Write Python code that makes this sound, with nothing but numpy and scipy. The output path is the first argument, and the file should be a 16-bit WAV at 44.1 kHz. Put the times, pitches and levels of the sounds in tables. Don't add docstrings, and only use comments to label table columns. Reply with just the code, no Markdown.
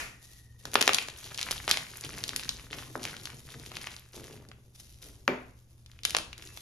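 import sys
import numpy as np
from scipy import signal
from scipy.fft import rfft, irfft, next_fast_len
from scipy.io import wavfile
from scipy.ndimage import uniform_filter1d, map_coordinates

SR = 44100
rng = np.random.default_rng(int(sys.argv[2]) if len(sys.argv) > 2 else 0)


def file_out(sig):
    cols = np.atleast_2d(sig).T
    lim = np.clip(cols, -1, 1)
    pcm = np.round(lim * 32767).astype(np.int16)
    wavfile.write(sys.argv[1], SR, pcm)


N = 291499
TOP_HZ = 16200


def amp(db):
    return 10 ** (np.asarray(db) / 20)


def unit(x):
    return x / np.sqrt(np.mean(x ** 2) + 1e-20)


def along(points, hz):
    f, v = np.transpose(points)
    return np.interp(np.log(hz + 1), np.log(f + 1), v)


def wobble(rate):
    knots = rng.standard_normal(int(N * rate / SR) + 4)
    at = np.arange(0, len(knots) - 1, 1 / 8)
    smooth = map_coordinates(knots, [at])
    return np.interp(np.arange(N) * rate / SR, at, smooth)


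def filtered(x, response):
    size = x.shape[-1]
    padded = next_fast_len(size + 8192)
    hz = np.fft.rfftfreq(padded, 1 / SR)
    return irfft(rfft(x, padded) * response(hz), padded)[..., :size]


def coloured(x, spectrum):
    return unit(filtered(x, lambda hz: amp(along(spectrum, hz))))


def edged(x, hz, kind, order=2):
    return signal.sosfilt(signal.butter(order, min(hz, TOP_HZ), kind, fs=SR, output="sos"), x)


def evened(x, span_hz=500):
    z = rfft(x)
    span_bins = max(round(span_hz * x.shape[-1] / SR), 1)
    power = uniform_filter1d(np.abs(z) ** 2, span_bins, axis=-1)
    return irfft(z / np.sqrt(np.abs(power) + 1e-12), x.shape[-1])


def fuzz(hz, width_hz, drift=0):
    phase = 2 * np.pi * np.cumsum(hz * (1 + drift * wobble(2.2))) / SR
    return unit(wobble(width_hz) * np.sin(phase) + wobble(width_hz) * np.cos(phase))


def strokes(rows, rise_s, stop_db_per_s, sag_db_per_s=0):
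    t, power = np.arange(N) / SR, np.zeros(N)
    for s, length, db in rows:
        age = t - s
        sag_db = sag_db_per_s * np.clip(age, 0, length)
        stop_db = stop_db_per_s * np.maximum(age - length, 0)
        power += (np.clip(age / rise_s, 0, 1) * amp(db - sag_db - stop_db)) ** 2
    return np.sqrt(power)


def grains(rate, spread_db, pitch_hz, cycles, width=0.21):
    count = int(rate * N / SR)
    when, size, pitch, phase, place = rng.random((count, 5)).T[:, :, None]
    size = amp(-spread_db * np.log(size * .98 + .02))
    grain_hz = pitch_hz * 2 ** (3 * pitch - 1.5)
    turns = grain_hz * np.arange(64) / SR
    rings = size * np.exp(-turns / cycles) * np.sin(2 * np.pi * (turns + phase))
    index = ((when * N).astype(int) + np.arange(rings.shape[1])).ravel()
    sides = [rings * (1 + side * width * (place - .5)) for side in (1, -1)]
    return unit(np.array([np.bincount(index, v.ravel(), minlength=N)[:N] for v in sides]))


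def add(track, s, sound):
    start = int(np.clip(round(s * SR), 0, N - 1))
    track[..., start:start + sound.shape[-1]] += sound[..., :N - start]


# (frequency [Hz], left-right likeness [correlation])
LIKENESS = [(120, 0.93), (400, 0.72), (1000, 0.22), (2500, 0.09), (4000, 0.16), (6500, 0.84), (8000, 1),
            (14000, 0.97)]


def diffuse(size):
    def shares(hz):
        turn = np.arccos(np.clip(along(LIKENESS, hz), -1, 1)) / 2
        return np.array([np.cos(turn), np.sin(turn)])
    mid, side = filtered(rng.standard_normal((2, size)), shares)
    return np.array([mid + side, mid - side])


# (frequency [Hz], level per Hz [dB])
AIR_SPECTRUM = [(20, -2), (70, -3), (130, -7), (200, -9.5), (400, -23.5), (1000, -29.5), (4000, -33.5),
                (15000, -33)]
# (frequency [Hz], level [dB])
HUM_TONES = [(74, -64.5), (119, -57.5)]


def background(air_db=-64, waver_db=1.5, ring_hz=1880, ring_width_hz=190, ring_db=-65, ring_t60=4):
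    t = np.arange(N) / SR
    hum = 0
    for hz, db in HUM_TONES:
        hum = hum + amp(db + waver_db * wobble(6.8)) * np.sin(2 * np.pi * hz * t + .5 * wobble(7.1))
    ring = amp(ring_db - 60 * t / ring_t60) * fuzz(ring_hz, ring_width_hz)
    return amp(air_db) * coloured(diffuse(N), AIR_SPECTRUM) + hum + ring


# (start [s], length [s], level [dB])
JOLT_MOVES = [(1.47, 0.043, -45.5), (2.45, 0.071, -50), (5.4, .08, -55.5)]
# (frequency [Hz], level per Hz [dB])
RUMBLE_SPECTRUM = [(10, -16.5), (28, -4), (60, 2), (100, -4), (200, -21), (600, -54.5)]


def handling(rumble_db=-61, drift_db=4.0, rise_s=0.058, stop_db_per_s=85):
    motion = amp(rumble_db + drift_db * wobble(3.4)) + strokes(JOLT_MOVES, rise_s, stop_db_per_s)
    return motion * coloured(diffuse(N), RUMBLE_SPECTRUM)


# (start [s], length [s], level [dB])
PARTING_SCRAPES = [(-0.047, 0.049, -35.5)]
# (frequency [Hz], level per Hz [dB])
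FACE_SPECTRUM = [(150, -15), (300, -14), (700, -12), (1500, -6.5), (2400, -4), (3500, -14.5), (7000, -14),
                 (12500, -22.5)]


def scrape(rise_s=.02, stop_db_per_s=160):
    return strokes(PARTING_SCRAPES, rise_s, stop_db_per_s) * coloured(diffuse(N), FACE_SPECTRUM)


# (start [s], length [s], level [dB])
SKIN_SLIDES = [(.21, 0.16, -60.5), (.58, 0.91, -66), (1.17, 1.42, -53), (2.72, 1.16, -56),
               (4.12, 0.14, -58), (4.742, 0.23, -61.5), (5.008, 0.02, -49), (6.36, 0.071, -64.5),
               (6.45, 0.018, -55), (6.555, .05, -53.5)]
# (frequency [Hz], width [Hz], level relative to the hiss [dB])
BLOCK_RESONANCES = [(3760, 220, -18.5), (5600, 540, -16.5), (6500, 120, -15.5)]
# (frequency [Hz], level per Hz [dB])
DUST_SPECTRUM = [(300, -11), (1500, -7.5), (3500, -1.5), (6300, -1), (10000, -1.5), (15000, -5.5)]


def rub(drift=.035, hold_db=-73, rise_s=0.015, sag_db_per_s=3.5, stop_db_per_s=120):
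    slide = amp(hold_db) + strokes(SKIN_SLIDES, rise_s, stop_db_per_s, sag_db_per_s)
    block = sum(amp(db) * fuzz(hz, width_hz, drift) for hz, width_hz, db in BLOCK_RESONANCES)
    sticking = amp(3 * wobble(45) + 3.5 * wobble(400))
    hiss = coloured(diffuse(N), DUST_SPECTRUM)
    return slide * sticking * unit(hiss + block)


# (start [s], length [s], grinding level [dB], spilled powder level [dB])
FIST_SQUEEZES = [(0.62, 0.16, -55.5, -57.5), (0.731, 0.37, -43.5, -66), (1.187, 0.29, -50, -59.5),
                 (1.35, 0.29, -42.5, -62.5), (1.672, 0.041, -34.5, -54.5), (1.881, 0.07, -49, -64.5),
                 (2.017, 0.29, -46, -53.5), (2.23, 0.38, -48.5, -59.5), (2.689, 0.12, -47, -53),
                 (2.98, 0.16, -46, -54.5), (3.27, 0.062, -55, -57.5), (3.462, 0.29, -54.5, -57),
                 (3.73, 0.2, -46.5, -72), (4.112, 0.21, -52.5, -53), (4.37, .1, -70.5, -64),
                 (4.998, 0.04, -60.5, -58), (5.85, 0.15, -70, -89.5), (6.032, 0.085, -48.5, -58.5),
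                 (6.364, 0.15, -56, -63.5)]
# (frequency [Hz], level per Hz [dB])
POWDER_SPECTRUM = [(60, -9), (130, 0.5), (200, -5.5), (380, -4.5), (650, -14), (1200, -15.5), (4000, -45.5)]


def falling(patter_db=-2, trickle_db=-73, drop_s=0.011, rise_s=0.015, stop_db_per_s=81.5):
    spills = [(s + drop_s, length, db) for s, length, _, db in FIST_SQUEEZES]
    flow = amp(trickle_db) + strokes(spills, rise_s, stop_db_per_s)
    crumbs = grains(rate=460, spread_db=4.0, pitch_hz=870, cycles=0.66)
    return amp(patter_db) * flow * coloured(crumbs, POWDER_SPECTRUM)


# (frequency [Hz], time to fall 60 dB [s])
ROOM_DECAY = [(150, 0.73), (400, 0.34), (1000, 0.44), (3000, 0.37), (7000, 0.39), (14000, 0.24)]
# (frequency [Hz], relative level [dB])
ECHO_COLOUR = [(100, 9), (400, 2), (1000, -3), (2800, 1), (6000, -5), (12000, 0)]


def room(x, build_s=0.00033, echo_db=0.5):
    wet, hop = np.zeros((2, N)), SR // 3
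    echoes = amp(echo_db * wobble(300))
    for start in range(0, N, hop):
        hz, t, z = signal.stft(diffuse(SR // 2), SR, nperseg=256)
        decay_db = along(ECHO_COLOUR, hz)[:, None] - 60 * t / along(ROOM_DECAY, hz)[:, None]
        tail = signal.istft(z * amp(decay_db), SR, nperseg=256)[1]
        age = np.arange(tail.shape[1]) / SR
        tail = tail * (1 - np.exp(-age / build_s)) * np.roll(echoes, start)[:len(age)]
        tail = tail / np.linalg.norm(tail[0])
        add(wet, start / SR, signal.fftconvolve(x[None, start:start + hop], tail, axes=1))
    return wet


# (frequency [Hz], level per Hz [dB])
GRIT_SPECTRUM = [(200, -20.5), (500, -8.5), (1000, -1.5), (2000, -1.5), (3500, -3.5), (6000, -3),
                 (9500, -4.5), (15000, -11)]


def crumble(chip_db=-3.5, grain_db=-6, sparkle_db=-5.0, fines_db=-21, clump_db=6, burst_db=7,
            grip_s=0.031, sag_db_per_s=14, let_go_db_per_s=128):
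    squeezes = [(s, length, db) for s, length, db, _ in FIST_SQUEEZES]
    effort = strokes(squeezes, grip_s, let_go_db_per_s, sag_db_per_s)
    bursts = unit(amp(burst_db * np.minimum(wobble(45), 1)))
    clumps = unit(amp(clump_db * np.minimum(wobble(90), 2)))
    chips = coloured(grains(rate=90, spread_db=2.7, pitch_hz=4000, cycles=0.9), GRIT_SPECTRUM)
    coarse = coloured(grains(rate=650, spread_db=1, pitch_hz=4000, cycles=0.18), GRIT_SPECTRUM)
    sparkle = coloured(grains(rate=170, spread_db=4.5, pitch_hz=8500, cycles=1.5), DUST_SPECTRUM)
    fines = coloured(diffuse(N), GRIT_SPECTRUM)
    clumped = clumps * (amp(grain_db) * coarse + amp(fines_db) * fines)
    return effort * (amp(chip_db) * chips + clumped + amp(sparkle_db) * bursts * sparkle)


# (time [s], level over 5 ms [dB], lower edge [Hz], upper edge [Hz])
FRACTURES = [(0.6547, -34.5, 318, 7560), (0.717, -47, 2480, 10000), (0.7351, -35.5, 312, 7700),
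             (0.7421, -28, 2980, 14900), (0.7556, -14.5, 480, 3700), (0.8106, -24, 900, 8100),
             (0.8121, -24, 1510, 6130), (0.8152, -20.5, 302, 9420), (0.826, -21, 1600, 5000),
             (0.8778, -14.5, 560, 5600), (0.8926, -19, 700, 2200), (0.9337, -23.5, 1530, 6550),
             (0.9462, -18.5, 2100, 9100), (0.985, -22.5, 2020, 3070), (1.025, -40, 1410, 10500),
             (1.0854, -36, 398, 7160), (1.3454, -38, 2620, 7000), (1.377, -35, 3250, 7500),
             (1.392, -32, 1290, 4000), (1.414, -31, 2600, 6960), (1.4296, -28.5, 3020, 5370),
             (1.5109, -27, 486, 10200), (1.5161, -27, 3000, 9000), (1.6792, -26, 457, 4170),
             (1.6941, -30, 3020, 8800), (1.7127, -15.5, 2880, 4730), (1.7724, -27, 760, 6100),
             (1.9716, -40.5, 9550, 12000), (2.0107, -39.5, 5030, 10000), (2.0542, -42, 1300, 5600),
             (2.065, -46, 1800, 5800), (2.1833, -40, 3500, 12200), (2.2392, -28.5, 2130, 6100),
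             (2.28, -36, 2500, 11000), (2.2924, -30.5, 1970, 7000), (2.3625, -26, 2200, 10300),
             (2.3958, -36, 1480, 4440), (2.435, -39, 2210, 7000), (2.4474, -42, 2000, 6760),
             (2.4922, -25, 3260, 5040), (2.7307, -35, 1470, 2720), (2.8324, -48, 1800, 3100),
             (3.032, -37, 2000, 10100), (3.04, -37, 3000, 9000), (3.0528, -31, 750, 7400),
             (3.0753, -42, 1410, 3800), (3.167, -41, 1500, 7000), (3.2557, -34.5, 2000, 6200),
             (3.2726, -40.5, 1080, 2730), (3.3023, -45.5, 1000, 4500), (3.598, -47.5, 1850, 8550),
             (3.6624, -43, 1670, 9400), (3.7175, -41, 474, 3820), (3.755, -42, 2200, 5400),
             (3.7687, -33.5, 1520, 4000), (3.823, -46.5, 2800, 8300), (3.871, -34, 960, 3300),
             (3.965, -42.5, 3030, 7200), (4.1537, -51.5, 1370, 7500), (4.2427, -48.5, 3500, 10600),
             (4.488, -52, 2680, 9000), (4.5156, -47, 1004, 2540), (4.9438, -58, 3500, 7000),
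             (5.2789, -26, 500, 4200), (5.8618, -51, 2580, 5760), (5.916, -53.5, 2400, 5600),
             (5.9906, -51, 1580, 3600), (6.035, -39, 2880, 5500), (6.052, -19.5, 2000, 6200),
             (6.0964, -37, 3730, 8600), (6.1069, -33, 2600, 10000), (6.1489, -20.5, 940, 3140),
             (6.1674, -22, 625, 8050), (6.1858, -30, 1410, 4840), (6.33, -40, 2160, 3120),
             (6.3803, -45.5, 1830, 9450), (6.424, -44.5, 1920, 4800), (6.474, -46.5, 2000, 7960),
             (6.574, -41, 685, 6500)]
TEAR_MS, TEAR_PIECE_HZ, TEAR_GROWTH = 0.39, 960, 0.31


def cracks(splinters=2.54, lead=0.83, settle_db=-17, settle_ms=4.1, splinter_hz=1300, spread=.75,
           click_db=-11, click_low_hz=200, clean_hz=3800, ring_db=-13, ring_q=5, palm_ms=0.18, palm_db=-9):
    track = np.zeros((2, N))
    ms = np.arange(-SR // 200, SR // 40) / SR * 1000
    snap = 1. * (ms == 0)
    click = unit(edged(snap, click_low_hz, "highpass"))
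    for s, db, low_hz, high_hz in FRACTURES:
        tear_ms = TEAR_MS * (TEAR_PIECE_HZ / low_hz) ** TEAR_GROWTH
        swarm = np.exp(-np.abs(ms) / (tear_ms * np.where(ms < 0, lead, 1)))
        swarm += amp(settle_db) * (ms > 0) * np.exp(-np.abs(ms) / settle_ms)
        breaks = diffuse(len(ms))
        breaks = spread * breaks + (1 - spread) * breaks.mean(axis=0)
        bright = unit(edged(swarm * breaks, splinter_hz, "highpass"))
        force = evened(splinters * bright + unit(snap))
        force = edged(edged(force, low_hz, "highpass"), high_hz, "lowpass")
        delay = round(palm_ms * SR / 1000 * 2 ** (rng.random() - .5))
        palm = np.roll(edged(force, splinter_hz * 2, "lowpass"), delay, axis=1)
        force = force + amp(palm_db) * palm
        sharpness = min(high_hz / clean_hz, 1) ** 2
        piece_hz = min(np.sqrt(low_hz * high_hz), TOP_HZ)
        ring = signal.lfilter(*signal.iirpeak(piece_hz, ring_q, fs=SR), force)
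        crack = unit(force) + amp(ring_db) * unit(ring) + amp(click_db) * sharpness * click
        over_5_ms = np.sqrt(SR / 200 / len(ms))
        add(track, s + ms[0] / 1000, amp(db) * unit(crack) * over_5_ms)
    return track


# (time [s], gain [dB], upper edge [Hz])
BLUNT_BREAKS = [(0.7565, -43.5, 1480), (1.5108, -53.5, 860), (2.9549, -37, 1700), (5.2796, -25, 2690)]
# (frequency [Hz], relative level before chance [dB], time to fall 60 dB [s])
TUB_MODES = [(252, -2, 0.41), (334.3, -1, 0.16), (377, -2.5, .3), (418, -5, .28), (560, -4.5, 0.18),
             (607, -4.5, 0.2), (2347, -7.5, .22)]
# (frequency [Hz], level per Hz [dB])
KNOCK_SPECTRUM = [(80, -13.5), (170, 3.5), (260, 6), (760, 3), (1200, -1), (2500, -1.5), (4500, -15.5)]


def tub(attack_s=0.0012, modes_db=-4.5, knock_db=-4, knock_t60=0.44, push_db=-14, push_low_hz=420):
    track, t = np.zeros((2, N)), np.arange(SR // 2) / SR
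    for s, db, edge_hz in BLUNT_BREAKS:
        ring = 0
        for hz, level, t60 in TUB_MODES:
            decay = amp(level + rng.normal(0, 1) - 60 * t / t60)
            ring = ring + decay * np.sin(2 * np.pi * (hz * t + rng.random()))
        wash = amp(knock_db - 60 * t / knock_t60) * coloured(diffuse(len(t)), KNOCK_SPECTRUM)
        boom = (amp(modes_db) * ring + wash) * (1 - np.exp(-t / attack_s))
        boom = edged(boom, edge_hz, "lowpass", order=6)
        push = edged(1. * (t == 0), push_low_hz, "highpass")
        push = unit(edged(push, edge_hz, "lowpass", order=6))
        add(track, s - 1 / edge_hz / 2, amp(db) * (amp(push_db) * push + boom))
    return track


# (start [s], length [s], level [dB], pitch [Hz])
CHALK_SQUEAKS = [(6.475, 0.07, -63, 2657), (6.572, .012, -57.5, 3470)]


def squeaks(rise_s=0.0083, stop_db_per_s=500, width_hz=25):
    track = 0
    for s, length, db, hz in CHALK_SQUEAKS:
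        track = track + strokes([(s, length, db)], rise_s, stop_db_per_s) * fuzz(hz, width_hz)
    return track


def scene(room_db=-6.0):
    hands = scrape() + cracks() + crumble() + rub() + squeaks() + falling()
    return hands + amp(room_db) * room(hands.mean(axis=0)) + tub() + handling() + background()


# (frequency [Hz], left minus right [dB])
PORT_BALANCE = [(150, 0.5), (500, 1.5), (1200, 1), (2500, 2), (4500, 2.5), (7000, 1), (12000, -0.5)]
# (frequency [Hz], lead of the left [rad])
PORT_LEAD = [(100, 0), (900, 0.26), (2800, 0.63), (4000, 1.0), (5500, 0.2), (6800, 1.2), (7600, 2),
             (8250, 3.14), (9500, 4.8), (11200, 6.3), (12800, 7.5), (13800, 9.5)]


def record(dry):
    treble = [(10500, 0.5), (13000, -2.0), (15500, -15)]  # (frequency [Hz], level [dB])

    def ports(hz):
        half = amp(along(PORT_BALANCE, hz) / 2) * np.exp(.5j * along(PORT_LEAD, hz))
        return amp(along(treble, hz)) * np.array([half, 1 / half])
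    heard = np.clip(filtered(dry, ports), -1, 1)
    return filtered(heard, lambda hz: 1 / (1 + (hz / TOP_HZ) ** 120))


dry = scene()
out = record(dry)
file_out(out)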